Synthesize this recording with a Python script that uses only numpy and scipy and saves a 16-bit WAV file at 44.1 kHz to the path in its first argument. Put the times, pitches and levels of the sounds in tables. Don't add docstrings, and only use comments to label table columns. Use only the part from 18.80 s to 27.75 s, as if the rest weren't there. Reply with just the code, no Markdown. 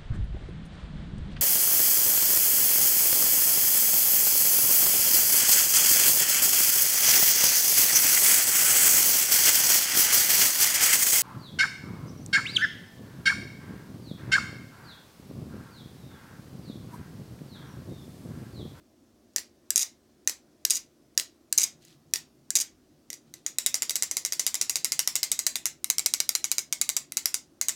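import sys
import numpy as np
from scipy import signal
from scipy.fft import rfft, irfft
from scipy.io import wavfile
from scipy.ndimage import uniform_filter1d

SR = 44100
rng = np.random.default_rng(int(sys.argv[2]) if len(sys.argv) > 2 else 0)


def generate_wav(sig):
    pcm = np.round(np.clip(np.atleast_2d(sig).T, -1, 1) * 32767).astype(np.int16)
    wavfile.write(sys.argv[1], SR, pcm)


N = 394694
TIME_S, RING_TIME_S = np.arange(N) / SR, np.arange(4096) / SR


def gain_of(db):
    return 10 ** (np.asarray(db) / 20)


def unit_rms(x):
    return x / np.sqrt(np.mean(x ** 2) + 1e-20)


def value_at(points, hz):
    f, value = np.transpose(points)
    return np.interp(np.log(hz + 1), np.log(f + 1), value)


def add(mix, start_s, sound):
    part = mix[round(start_s * SR):][:len(sound)]
    part += sound[:len(part)]


def minimum_phase(x, spectrum):
    log_gain = np.log(gain_of(value_at(spectrum, abs(np.fft.fftfreq(1024, 1 / SR)))))
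    taps = np.fft.ifft(np.exp(np.conj(signal.hilbert(log_gain)))).real[:512]
    return signal.oaconvolve(x, taps / np.linalg.norm(taps))[:N]


def drifting_noise(spectrum, drift_db):
    frames, hz = N // 512 + 5, np.fft.rfftfreq(2048, 1 / SR)
    real, imag, patches = rng.standard_normal((frames, 1025, 3)).T
    patches = unit_rms(uniform_filter1d(uniform_filter1d(patches, 16, 0), 6, 1))
    bins = (real + 1j * imag) * gain_of(value_at(spectrum, hz)[:, None] + drift_db * patches)
    return unit_rms(signal.istft(bins, nperseg=2048, noverlap=1536)[1][:N])


# frequency_hz, relative_db
FAN_SPECTRUM = [(24, -53.5), (40, -12.5), (86, -9.5), (197, -22.5), (214, -5), (299, -5.5), (353, -5),
                (428, -17), (641, -16.5), (811, -23.5), (1100, -41.5), (1430, -66.5), (2420, -120)]
# frequency_hz, relative_db
HISS_SPECTRUM = [(600, -37), (1000, -4.5), (1400, -7.5), (2500, -14), (4000, -12.5), (5800, -9.5),
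                 (7500, -15), (12600, -22), (16500, -38)]
# time_s, level_db
RUMBLE_LEVELS = [(0, -81), (2.799, -71.5), (3.099, -65.5), (3.499, -65), (3.8, -71.5), (4.2, -69),
                 (9, -70.5)]

def background(hum_hz=226):
    swell = gain_of(np.interp(TIME_S, *np.transpose(RUMBLE_LEVELS)))
    rumble = swell * drifting_noise([(90, -44), (150, -1), (210, -46.5)], drift_db=3.1)
    hum_band = [(hum_hz - 6, -40), (hum_hz, 0), (hum_hz + 6, -40)]
    hum = gain_of(-77.5) * drifting_noise(hum_band, drift_db=1.5)
    fan = gain_of(-62.5) * drifting_noise(FAN_SPECTRUM, drift_db=0.81)
    hiss = gain_of(-73.5) * drifting_noise(HISS_SPECTRUM, drift_db=1.4)
    return fan + hiss + rumble + hum


def mode(hz, t60_s, phase=0):
    return gain_of(-60 * RING_TIME_S / t60_s) * np.sin(2 * np.pi * (hz * RING_TIME_S + phase))


# pitch_hz, level_db, t60_s
STEEL_MODES = [(2800, -14, .006), (3900, -9, .01), (4900, -5, .011), (5800, -2, .01), (6550, -2, .011),
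               (7200, 0, .006), (8400, -4, .005), (9200, -8, .004), (10700, -6, .004), (12100, -7, .004),
               (14300, -8, .003)]

def steel_ring(level_db, tick_hz, focus_db, share, detune, phase):
    hz, db, t60_s = np.transpose(STEEL_MODES)[:, :, None]
    db_per_octave = 1 + 0.079 * max(level_db, -30) - focus_db
    db = db + db_per_octave * abs(np.log2(hz / tick_hz)) + 5 * (share[:, None] - .5)
    hz = hz * (1 + .03 * (detune[:, None] - .5))
    return (gain_of(db) * mode(hz, t60_s, phase[:, None])).sum(0)


# time_s, level_at_1khz_db, slope_db_per_octave
GRIP_KNOCK = [(0, -17.5, -1.5), (4.1, -22.5, -1), (4.9, -10.5, 6.5), (8.9, -10, 13.5)]

def handle_clack(start_s, clack_hz, share, detune, phase):
    clack = mode(clack_hz * (1 + .12 * (detune[0] - .5)), t60_s=.016)
    for side in (-1, 1):
        handle_hz = clack_hz * (1 + side * .035 * share[side])
        clack += gain_of(-24) * mode(handle_hz, t60_s=.16, phase=phase[side])
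    grip_s, *grip = np.transpose(GRIP_KNOCK)
    knock_db, slope_db = (np.interp(start_s, grip_s, column) for column in grip)
    hz = np.geomspace(330, 1550, len(phase))[:, None]
    weights = gain_of(knock_db + slope_db * np.log2(hz / 1000)) * np.sign(phase[:, None] - .5)
    knock = (weights * mode(hz, t60_s=12.66 / hz)).sum(0)
    return (clack + knock) * (1 - np.exp(-RING_TIME_S / .00047))


def impact(start_s, level_db, tick_hz, clack_db, chatter_ms, clack_hz, focus_db, room_db=0):
    bounce_at, bounce_size, *mode_draws = rng.random((5, len(STEEL_MODES)))
    chatter = np.zeros(512)
    delay_samples = np.minimum(bounce_at * chatter_ms * 1e-3 * SR, 511).astype(int)
    np.add.at(chatter, delay_samples, .55 * (2 * bounce_size - 1) * gain_of(-6 * bounce_at))
    chatter[0] += 1
    steel = gain_of(-6) * steel_ring(level_db, tick_hz, focus_db, *mode_draws)
    onset = 1 - np.exp(-RING_TIME_S / 1.2e-4)
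    click = signal.fftconvolve(chatter, onset * (mode(tick_hz, t60_s=.004) + steel))[:len(onset)]
    click = signal.sosfilt(signal.butter(3, 1700, "high", fs=SR, output="sos"), click)
    click /= np.sqrt(uniform_filter1d(click ** 2, 40).max() * 2)
    clack = gain_of(clack_db) * handle_clack(start_s, clack_hz, *mode_draws)
    return start_s, gain_of(level_db) * (click + clack), focus_db, room_db


# start_s, level_db, pitch_hz
OPENINGS = [(0.5617, -9.5, 5720), (1.4745, -7, 6200), (2.3767, -5.5, 5600), (3.337, -7.5, 5860)]
# offset_ms, relative_db, pitch_ratio, clack_db, chatter_ms
OPENING_BOUNCES = [(-26, -48.5, 1.01, -22, 1.1), (0, 1.5, 1, -16, 1.5), (21, -8.5, 0.85, -12.5, 1.4),
                   (31, -20.5, 3, -17.5, 2.1), (38.5, -29, 2.9, -12, 3.3)]

def flips_open():
    return [impact(s + ms / 1000, db + relative_db, hz * ratio, clack_db, chatter_ms,
                   clack_hz=1890, focus_db=2.5)
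            for s, db, hz in OPENINGS for ms, relative_db, ratio, clack_db, chatter_ms in OPENING_BOUNCES]


# frequency_hz, t60_s
ROOM_DECAY = [(500, 0.39), (1320, 0.22), (3480, 0.23), (9190, 0.16), (15000, 0.15)]
# time_s, level_db
ROOM_LEVELS = [(0, -11.5), (4.2, -12), (4.9, -11), (6.8, -10.5), (7.05, -15), (8.9, -11)]

def reverberation(x):
    x = x * gain_of(np.interp(TIME_S, *np.transpose(ROOM_LEVELS)))
    reflections, patterns, patterns_per_s = np.zeros(N), 8, 11
    for k in range(patterns):
        hz, t, bins = signal.stft(rng.standard_normal(SR // 2), SR, nperseg=128)
        decay = gain_of(-60 * t / value_at(ROOM_DECAY, hz)[:, None])
        tail = signal.istft(bins * decay, SR, nperseg=128)[1]
        tail *= np.clip(np.arange(len(tail)) / SR / .0004, 0, 1)
        offset = (TIME_S * patterns_per_s - k) % patterns - patterns / 2
        crossfade = np.cos(np.pi / 2 * np.clip(offset, -1, 1))
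        reflections += signal.oaconvolve(x * crossfade, tail / np.linalg.norm(tail))[:N]
    return reflections


# start_s, level_db, pitch_hz
CLOSINGS = [(0.905, -11.5, 7750), (1.8506, -11, 7700), (2.7264, -11, 7470), (3.7049, -14, 7290)]
# offset_ms, relative_db, pitch_ratio, clack_db, chatter_ms
CLOSING_BOUNCES = [(-21.5, -54.5, 0.89, -22.5, 2.1), (0, 3, 0.99, -20, 2.5)]

def flips_shut():
    return [impact(s + ms / 1000, db + relative_db, hz * ratio, clack_db, chatter_ms,
                   clack_hz=1675, focus_db=2.5, room_db=-3.5)
            for s, db, hz in CLOSINGS for ms, relative_db, ratio, clack_db, chatter_ms in CLOSING_BOUNCES]


# start_s, level_db
RATTLE_HITS = [(0.959, -4), (0.9669, -12), (0.9722, -15), (0.9778, -8.5), (0.9836, -24.5), (0.994, -15.5),
               (1.0087, -19), (1.0143, -14.5), (1.03, -11), (1.8998, -13), (1.9063, -7), (1.913, -11),
               (1.921, -15.5), (1.9464, -26), (1.955, -17), (1.9606, -25), (1.9716, -20), (2.7776, -5),
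               (2.7832, -3.5), (2.79, -35), (2.797, -12), (2.8066, -13), (2.8136, -17.5), (2.8175, -10),
               (2.8329, -8), (2.8375, -11), (3.7542, -5.5), (3.7591, -7), (3.7635, -10), (3.77, -8.5),
               (3.7875, -15), (3.8016, -12.5), (3.81, -20.5)]

def handle_rattle():
    grinds = [(s + rng.uniform(.083, .12), -18 - 8 * rng.random())
              for s, _, _ in CLOSINGS for _ in range(9)]
    return [impact(s, db, tick_hz=6600 * (1 + .16 * (rng.random() - .5)), clack_db=-26,
                   chatter_ms=.78 - .4 * db, clack_hz=2440, focus_db=6) for s, db in RATTLE_HITS + grinds]


def palm_thuds():
    thuds = np.zeros(N)
    for s, _, _ in CLOSINGS:
        add(thuds, s + .055, gain_of(-44) * mode(hz=390, t60_s=.1))
    return thuds


# start_s, hold_s, level_db
RUB_STROKES = [(3.023, 0.099, -62), (4.475, 0.0094, -72), (4.563, 0.0092, -63), (4.647, 0.11, -70)]
# frequency_hz, relative_db
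RUB_SPECTRUM = [(880, -48.5), (1500, -13), (4200, -4.5), (11800, -19), (16000, -28)]

def hand_rub():
    level_db, rise_db_per_s, fall_db_per_s = np.full(N, -83.), 650, 250
    for s, hold_s, db in RUB_STROKES:
        drop_db = np.maximum(rise_db_per_s * (s - TIME_S), fall_db_per_s * (TIME_S - s - hold_s))
        level_db = np.maximum(level_db, db - np.maximum(drop_db, 0))
    noise = rng.standard_normal(N)
    in_grain = uniform_filter1d(1. * (rng.random(N) < 150 / SR), 60) > 0
    colour = gain_of(value_at(RUB_SPECTRUM, np.fft.rfftfreq(N, 1 / SR)))
    crackle = irfft(rfft(noise * (1 + .71 * in_grain)) * colour, N)
    return gain_of(level_db) * unit_rms(crackle)


# start_s, level_db, pitch_hz
GRIP_TAPS = [(3.027, -53, 6500), (3.0505, -42.5, 5750), (3.0823, -48, 4570), (3.127, -53, 3200),
             (4.3028, -20.5, 7070), (4.33, -24, 6600), (4.3396, -28.5, 7060), (4.344, -36, 6650),
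             (4.5393, -28, 6950), (8.3211, -22, 8440)]

def grip_taps():
    return [impact(*tap, clack_db=-12, chatter_ms=.7, clack_hz=1990, focus_db=1.5) for tap in GRIP_TAPS]


# start_s, level_db, pitch_hz, rebound_delay_ms, rebound_level_db
ROCKING_HITS = [(4.6637, -12, 6960, 4, -65), (4.7851, -9.5, 8000, 7.8, -31), (4.8622, -8.5, 5900, 6, -13.5),
                (4.943, -8, 5740, 10.3, -18.5), (5.0214, -9.5, 6900, 7.5, -16),
                (5.0953, -13.5, 5300, 11.8, -14.5), (5.156, -11.5, 7800, 7.2, -18.5),
                (5.2235, -9, 7550, 9.5, -13.5), (5.3123, -11.5, 6150, 3.7, -26),
                (5.3688, -9, 7100, 8.1, -20), (5.45, -10.5, 5850, 10, -17), (5.523, -11, 5800, 9.5, -19),
                (5.5952, -9.5, 5830, 7.7, -18.5), (5.6656, -9.5, 6600, 10.1, -15.5),
                (5.7435, -9.5, 7200, 9.4, -18), (5.8129, -9, 5640, 8.9, -18), (5.8958, -12, 6700, 8.7, -20),
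                (5.9568, -9, 5680, 9.8, -18), (6.0455, -8.5, 7400, 7, -16.5), (6.1203, -9, 5140, 7.5, -18),
                (6.1922, -8.5, 7400, 8.2, -16), (6.2751, -6.5, 5680, 9.7, -25.5),
                (6.355, -9, 7730, 7.5, -15), (6.431, -8, 5100, 8, -16), (6.5166, -9.5, 7800, 7.3, -16.5),
                (6.591, -11.5, 7840, 6.5, -21), (6.6662, -6.5, 7700, 6.2, -17),
                (6.7565, -11.5, 4020, 7.2, -19.5), (6.856, -10, 6030, 9, -15),
                (7.0434, -12.5, 5900, 7, -40), (7.1008, -5, 6550, 7, -16.5),
                (7.183, -9.5, 5470, 10.6, -12.5), (7.2607, -6, 4510, 6, -13),
                (7.3379, -6.5, 7740, 7.4, -17.5), (7.4028, -5, 4370, 5, -18.5),
                (7.4917, -7, 6770, 8.5, -54), (7.5518, -7, 4500, 6.1, -15), (7.6426, -8, 6600, 7.7, -17),
                (7.7158, -7.5, 6200, 7.4, -19.5), (7.7827, -8, 6660, 7.9, -16.5),
                (7.9258, -10.5, 5500, 5.1, -15), (8.014, -7.5, 6000, 5.1, -14),
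                (8.0911, -8, 7800, 7.5, -15), (8.1664, -9.5, 7570, 5.6, -16.5), (8.37, -9, 7500, 6.7, -18),
                (8.457, -6, 6020, 6.2, -50.5), (8.5429, -9.5, 7100, 8.3, -20.5),
                (8.813, -7.5, 6540, 9.2, -23), (8.8844, -10, 7850, 7.9, -13.5)]
# time_s, chatter_ms, clack_hz
ROCKING_HOLD = [(4.701, 1.44, 2070), (5.5, 3.6, 2087), (6.201, 2.47, 2075), (6.701, 2.48, 2090),
                (6.9, 1.3, 2150), (7.3, 1.3, 2220), (8.1, 1.22, 2194), (8.9, 1.64, 2100)]

def blade_rocking():
    hold_s, *hold = np.transpose(ROCKING_HOLD)
    blows = []
    for s, db, hz, delay_ms, rebound_db in ROCKING_HITS:
        chatter_ms, clack_hz = (np.interp(s, hold_s, column) for column in hold)
        delay_s = delay_ms / 1000
        rebound = dict(clack_db=-15, chatter_ms=1.4 * chatter_ms, clack_hz=clack_hz, focus_db=1.5)
        blows += [impact(s, db, hz, clack_db=-17.5, chatter_ms=chatter_ms, clack_hz=clack_hz, focus_db=1.5),
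                  impact(s + delay_s, rebound_db, tick_hz=7270, **rebound),
                  impact(s + 1.65 * delay_s, rebound_db - 9, tick_hz=7600, **rebound)]
    return blows


# frequency_hz, relative_db
DIRECT_SPECTRUM = [(1000, 1), (3000, 6), (4400, 2), (7000, 1.5), (9700, 7), (15500, 9), (16800, -13)]
# frequency_hz, relative_db
WASH_SPECTRUM = [(300, -28), (1600, -16), (2100, -7.5), (3100, -13), (3900, -11.5), (4350, -8.5),
                 (4900, -7), (7200, -1.5), (9600, -8.5), (16500, -20)]

def radiation(blows):
    direct, outward, wash = palm_thuds(), np.zeros(N), np.zeros(N)
    for start_s, sound, focus_db, room_db in blows:
        add(direct, start_s, sound)
        add(outward, start_s, gain_of(room_db) * sound)
        add(wash, start_s, [gain_of(room_db - .6 * focus_db) * np.linalg.norm(sound)])
    to_walls = gain_of(-1) * minimum_phase(outward, DIRECT_SPECTRUM)
    to_walls += gain_of(1.18) * minimum_phase(wash, WASH_SPECTRUM)
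    return minimum_phase(direct, DIRECT_SPECTRUM), to_walls


def scene():
    blows = flips_open() + flips_shut() + handle_rattle() + grip_taps() + blade_rocking()
    direct, to_walls = radiation(blows)
    return (direct + reverberation(to_walls) + hand_rub() + background())[None]


def record(dry):
    ceiling, bass_cut_hz, top_hz = .68, 42, 16800
    soft = dry / (1 + abs(dry / ceiling) ** 4) ** .25
    soft = signal.sosfilt(signal.butter(3, bass_cut_hz, "high", fs=SR, output="sos"), soft)
    low_pass = signal.firwin(255, top_hz, window=("kaiser", 9), fs=SR)
    return signal.oaconvolve(soft, low_pass[None], "same")


dry = scene()
out = record(dry)
generate_wav(out)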